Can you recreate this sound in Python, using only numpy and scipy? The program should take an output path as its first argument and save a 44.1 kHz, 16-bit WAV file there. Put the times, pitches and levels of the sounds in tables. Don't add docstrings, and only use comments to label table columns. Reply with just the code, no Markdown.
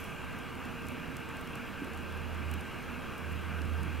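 import sys
import numpy as np
from scipy import signal
from scipy.fft import rfft, irfft
from scipy.io import wavfile
from scipy.ndimage import uniform_filter1d

SR = 44100
rng = np.random.default_rng(int(sys.argv[2]) if len(sys.argv) > 2 else 0)


def transcribe(signal):
    frames = np.atleast_2d(signal).T
    limited = np.clip(frames, -1, 1)
    pcm = np.round(limited * 32767).astype(np.int16)
    wavfile.write(sys.argv[1], SR, pcm)


N = 176400
TIME = np.arange(N) / SR
FREQS, FRAME_HZ = np.fft.rfftfreq(N, 1 / SR), np.fft.rfftfreq(1024, 1 / SR)
BARREL_LEAD_RAD = 1.3
HISS_LIKENESS = 0.51


def amp(db):
    return 10 ** (np.asarray(db) / 20)


def unit(x):
    return x / np.sqrt(np.mean(x ** 2) + 1e-20)


def curve(points):
    hz, value = np.transpose(points)
    return np.interp(np.log(FRAME_HZ + 1), np.log(hz), value)


def pan(db):
    return amp(np.array([[db], [-db]]) / 2)


def add(mix, start_s, sound):
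    part = mix[:, round(start_s * SR):][:, :sound.shape[1]]
    part += sound[:, :part.shape[1]]


def drift(rate_hz):
    slow_only = (FREQS > 0) * np.exp(-(FREQS / rate_hz) ** 2)
    return unit(irfft(rfft(rng.standard_normal(N)) * slow_only, N))


def noise_band(shape, lead_rad):
    spectrum = rfft(rng.standard_normal(N)) * shape
    return irfft(np.array([spectrum, spectrum * np.exp(-1j * lead_rad)]), N)


def wash(colour, patchy_db, swell_db=0, likeness=1, pan_db=0, lead_rad=0):
    frames = N // 256 + 5
    a, b, c, d, patches = np.moveaxis(rng.standard_normal((frames, len(FRAME_HZ), 5)), 2, 0)
    patches = uniform_filter1d(patches, size=12, axis=0)
    patches = unit(uniform_filter1d(patches, size=8, axis=1))
    swell = unit(uniform_filter1d(rng.standard_normal(frames), size=30))[:, None]
    left, unrelated = a + 1j * b, c + 1j * d
    right = (likeness * left + np.sqrt(1 - likeness ** 2) * unrelated) * np.exp(-1j * lead_rad)
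    spectra = np.array([left * amp(pan_db / 2), right * amp(-pan_db / 2)])
    spectra *= amp(curve(colour) + patchy_db * patches + swell_db * swell)
    _, noise = signal.istft(spectra.swapaxes(1, 2), nperseg=1024, noverlap=768)
    return unit(noise[:, :N])


def roar():
    # f/Hz, relative level/dB
    colour = [(20, -18), (33, -13), (49, -0.5), (62, -8), (100, -4), (178, 0), (205, -4), (245, -3.5),
              (290, -5), (400, -9.5), (500, -13), (700, -20.5), (900, -18), (1500, -26.5), (2200, -36.5),
              (2700, -55), (3100, -45), (5000, -49)]
    # f/Hz, left minus right/dB
    balance = [(40, -3.5), (180, -4), (260, -4), (400, -2.5), (700, -4), (1500, -9)]
    # f/Hz, likeness from 0 to 1
    likeness = [(40, 0.58), (200, .36), (400, 0.19), (560, 0.1), (690, 0.92), (850, 0.072), (2000, .1)]
    # f/Hz, lead/rad
    lead = [(40, 2), (100, 1.02), (260, 1.39), (450, 1.4), (690, 0), (1000, -1.0)]
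    return amp(-44) * wash(colour, patchy_db=0.5, swell_db=0.4, likeness=curve(likeness),
                           pan_db=curve(balance), lead_rad=curve(lead))


def drone():
    # t/s, relative level/dB, f/Hz
    course = [(0, -52, 80.2), (.66, -50.5, 81.7), (1.3, -50.5, 79.9), (1.75, -54, 79.5), (1.88, -49, 80.8),
              (1.96, -40, 80.5), (2.26, -38, 80.7), (2.52, -35, 79.3), (2.64, -43.5, 78.8),
              (2.76, -51, 78.5), (3.04, -46.5, 78.8), (3.16, -52, 79.8), (3.28, -36, 79.8), (3.5, -37, 80),
              (3.66, -31.5, 79.8), (3.93, -34, 79.5), (4, -34, 78.3)]
    # f/Hz, relative level/dB
    rumble_colour = [(25, -22), (50, -1.5), (72, -5), (105, -5), (170, -3), (220, -11.5), (330, -12),
                     (600, -30), (2000, -65)]
    times, db, hz = np.transpose(course)
    pitch_hz = np.interp(TIME, times, hz) * (1 + 0.0064 * drift(rate_hz=11))
    phase = 2 * np.pi * np.cumsum(pitch_hz) / SR
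    flutter_db = 1.54 * drift(rate_hz=10)
    tone = amp(-2 + flutter_db) * pan(-10.5) * np.sin([phase, phase - BARREL_LEAD_RAD])
    rumble = wash(rumble_colour, patchy_db=0.9, likeness=0.43, pan_db=-5.5, lead_rad=BARREL_LEAD_RAD)
    return amp(np.interp(TIME, times, db)) * (tone + amp(-11) * rumble)


def hollow_ring():
    # t/s, level/dB
    loudness = [(0, -67), (.45, -49), (1.05, -48.5), (1.85, -50.5), (2.0, -60), (2.35, -60), (2.5, -51.5),
                (3.1, -50), (3.35, -62), (4, -53.5)]
    centre_hz, half_width_hz = 248, 21
    peak = 1 / (1 + ((FREQS - centre_hz) / half_width_hz) ** 2)
    ring = unit(pan(-9) * noise_band(peak, BARREL_LEAD_RAD))
    return amp(np.interp(TIME, *np.transpose(loudness))) * ring


def motor():
    # f/Hz, relative level/dB
    whir_colour = [(250, -12), (450, -11), (545, -3.5), (595, -7.5), (655, -3), (715, -7.5), (900, -3.5),
                   (1040, -4.5), (1170, -.5), (1400, -2.5), (1620, -1.5), (1760, -6.5), (1970, -9),
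                   (2350, -3.5), (2620, -4), (2830, -3.5), (3090, -15.5), (3240, -10.5), (3540, -19.5),
                   (3750, -20), (3900, -18), (4400, -24), (6000, -30), (12000, -46)]
    # f/Hz, level/dB, left-right likeness from 0 to 1
    whines = [(368.5, -61.5, 0.14), (462.5, -57.5, 0.65), (1210, -64, 0.75), (1575, -56, 0.98)]
    rise_db_per_s = 0.13
    whir_db = -45.5 + rise_db_per_s * (TIME - N / SR / 2)
    out = amp(whir_db) * wash(whir_colour, patchy_db=1.22, swell_db=0.15)
    for hz, db, likeness in whines:
        pitch_hz = hz * (1 + 0.0013 * drift(rate_hz=11.4))
        phase = 2 * np.pi * np.cumsum(pitch_hz) / SR
        apart = np.sqrt(-np.log(likeness) / 2) * drift(rate_hz=3.5)
        flutter = amp(1.9 * drift(rate_hz=7.3))
        out += amp(db) * unit(flutter * np.sin([phase + apart, phase - apart]))
    return out


def hiss():
    # f/Hz, relative level/dB
    colour = [(500, 5), (2500, -11.5), (5000, 0.5), (8000, -.5), (13000, -2), (15500, -4.5)]
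    return amp(-61) * wash(colour, patchy_db=1.6, likeness=HISS_LIKENESS)


def sap_spits():
    # t/s, fade time/s, level/dB
    spits = [(0.0, .12, -59), (2.607, 0.0039, -52.5), (3.322, .005, -58)]
    # f/Hz, relative level/dB
    colour = [(2500, -25), (5000, 1), (9000, 7), (13000, 2), (16000, -13)]
    level = sum(amp(db) * (TIME >= start_s) * np.exp(-abs(TIME - start_s) / fade_s)
                for start_s, fade_s, db in spits)
    return level * wash(colour, patchy_db=4, likeness=HISS_LIKENESS)


def snap(db, bright_db):
    size, fade_s, stereo_width, pivot_hz = 1024, 0.003, 0.64, 8000
    t, hz = np.arange(size) / SR, np.fft.fftfreq(2 * size, 1 / SR)
    noise = rng.standard_normal((3, size))
    click = unit(signal.unit_impulse(size))
    scatter = unit((noise[0] + stereo_width * noise[1:]) * np.exp(-t / fade_s))
    treble_band = signal.butter(3, [3800, 14000], "band", fs=SR)
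    burst = signal.lfilter(*treble_band, click + amp(-1) * scatter)
    tilt = amp(bright_db * np.tanh(np.log2((abs(hz) + 1) / pivot_hz)) / 2)
    colour = np.exp(np.conj(signal.hilbert(np.log(tilt))))[:size + 1]
    crack = irfft(rfft(burst, 2 * size) * colour)[:, :size]
    return amp(db) * pan(-0.7) * unit(crack) / np.sqrt(size)


def crackle():
    # t/s, relative energy/dB, brightness/dB
    snaps = [(0.0412, -28, 5), (0.3873, -30, 4), (0.6541, -29, -6), (0.8686, -30, 0), (0.8859, -23.5, -2),
             (0.9212, -33, 10), (1.1682, -21.5, 3), (1.2897, -31, 7), (1.3692, -29, 5), (1.4124, -29, 6),
             (1.4744, -30, 0), (1.5555, -25, 5), (1.8457, -28, 1), (1.9355, -30, 0), (1.9759, -32, -3),
             (2.5143, -23.5, 10), (2.5393, -22, 5), (2.611, -30, -4), (3.1809, -29, 6), (3.322, -36, 1),
             (3.6182, -27, -16), (3.7346, -35, 3), (3.8322, -26, -6)]
    ticks_per_s = 26
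    out = np.zeros((2, N))
    for start_s, db, bright_db in snaps:
        add(out, start_s, snap(db - 3.5, bright_db))
    for when, faintness, brightness in rng.random((round(ticks_per_s * N / SR), 3)):
        tick_db = -45 - 2.2 * np.log(faintness + 0.023)
        add(out, when * N / SR, snap(tick_db, bright_db=5 * brightness))
    return out


def air_puffs():
    # t/s, half-length/s, centre f/Hz, level/dB, left minus right/dB, left lead/rad
    puffs = [(.28, 0.041, 52, -41, 3, 3.5), (1.826, 0.0073, 264.4, -35.5, -3, .3),
             (1.87, .025, 378, -49.5, 2, .3)]
    spread_octaves = 0.38
    out = np.zeros((2, N))
    for peak_s, half_length_s, hz, db, pan_db, lead_rad in puffs:
        band = np.exp(-0.5 * (np.log2((FREQS + 1) / hz) / spread_octaves) ** 2)
        swell = np.exp(-0.5 * ((TIME - peak_s) / half_length_s) ** 2)
        out += amp(db) * pan(pan_db) * swell * unit(noise_band(band, lead_rad))
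    return out


def scene():
    return roar() + drone() + hollow_ring() + motor() + hiss() + sap_spits() + crackle() + air_puffs()


def record(dry):
    cutoff_hz = 15850
    low_pass = signal.firwin(511, cutoff_hz, window=("kaiser", 9), fs=SR)
    return signal.oaconvolve(dry, low_pass[None], "same")


dry = scene()
out = record(dry)
transcribe(out)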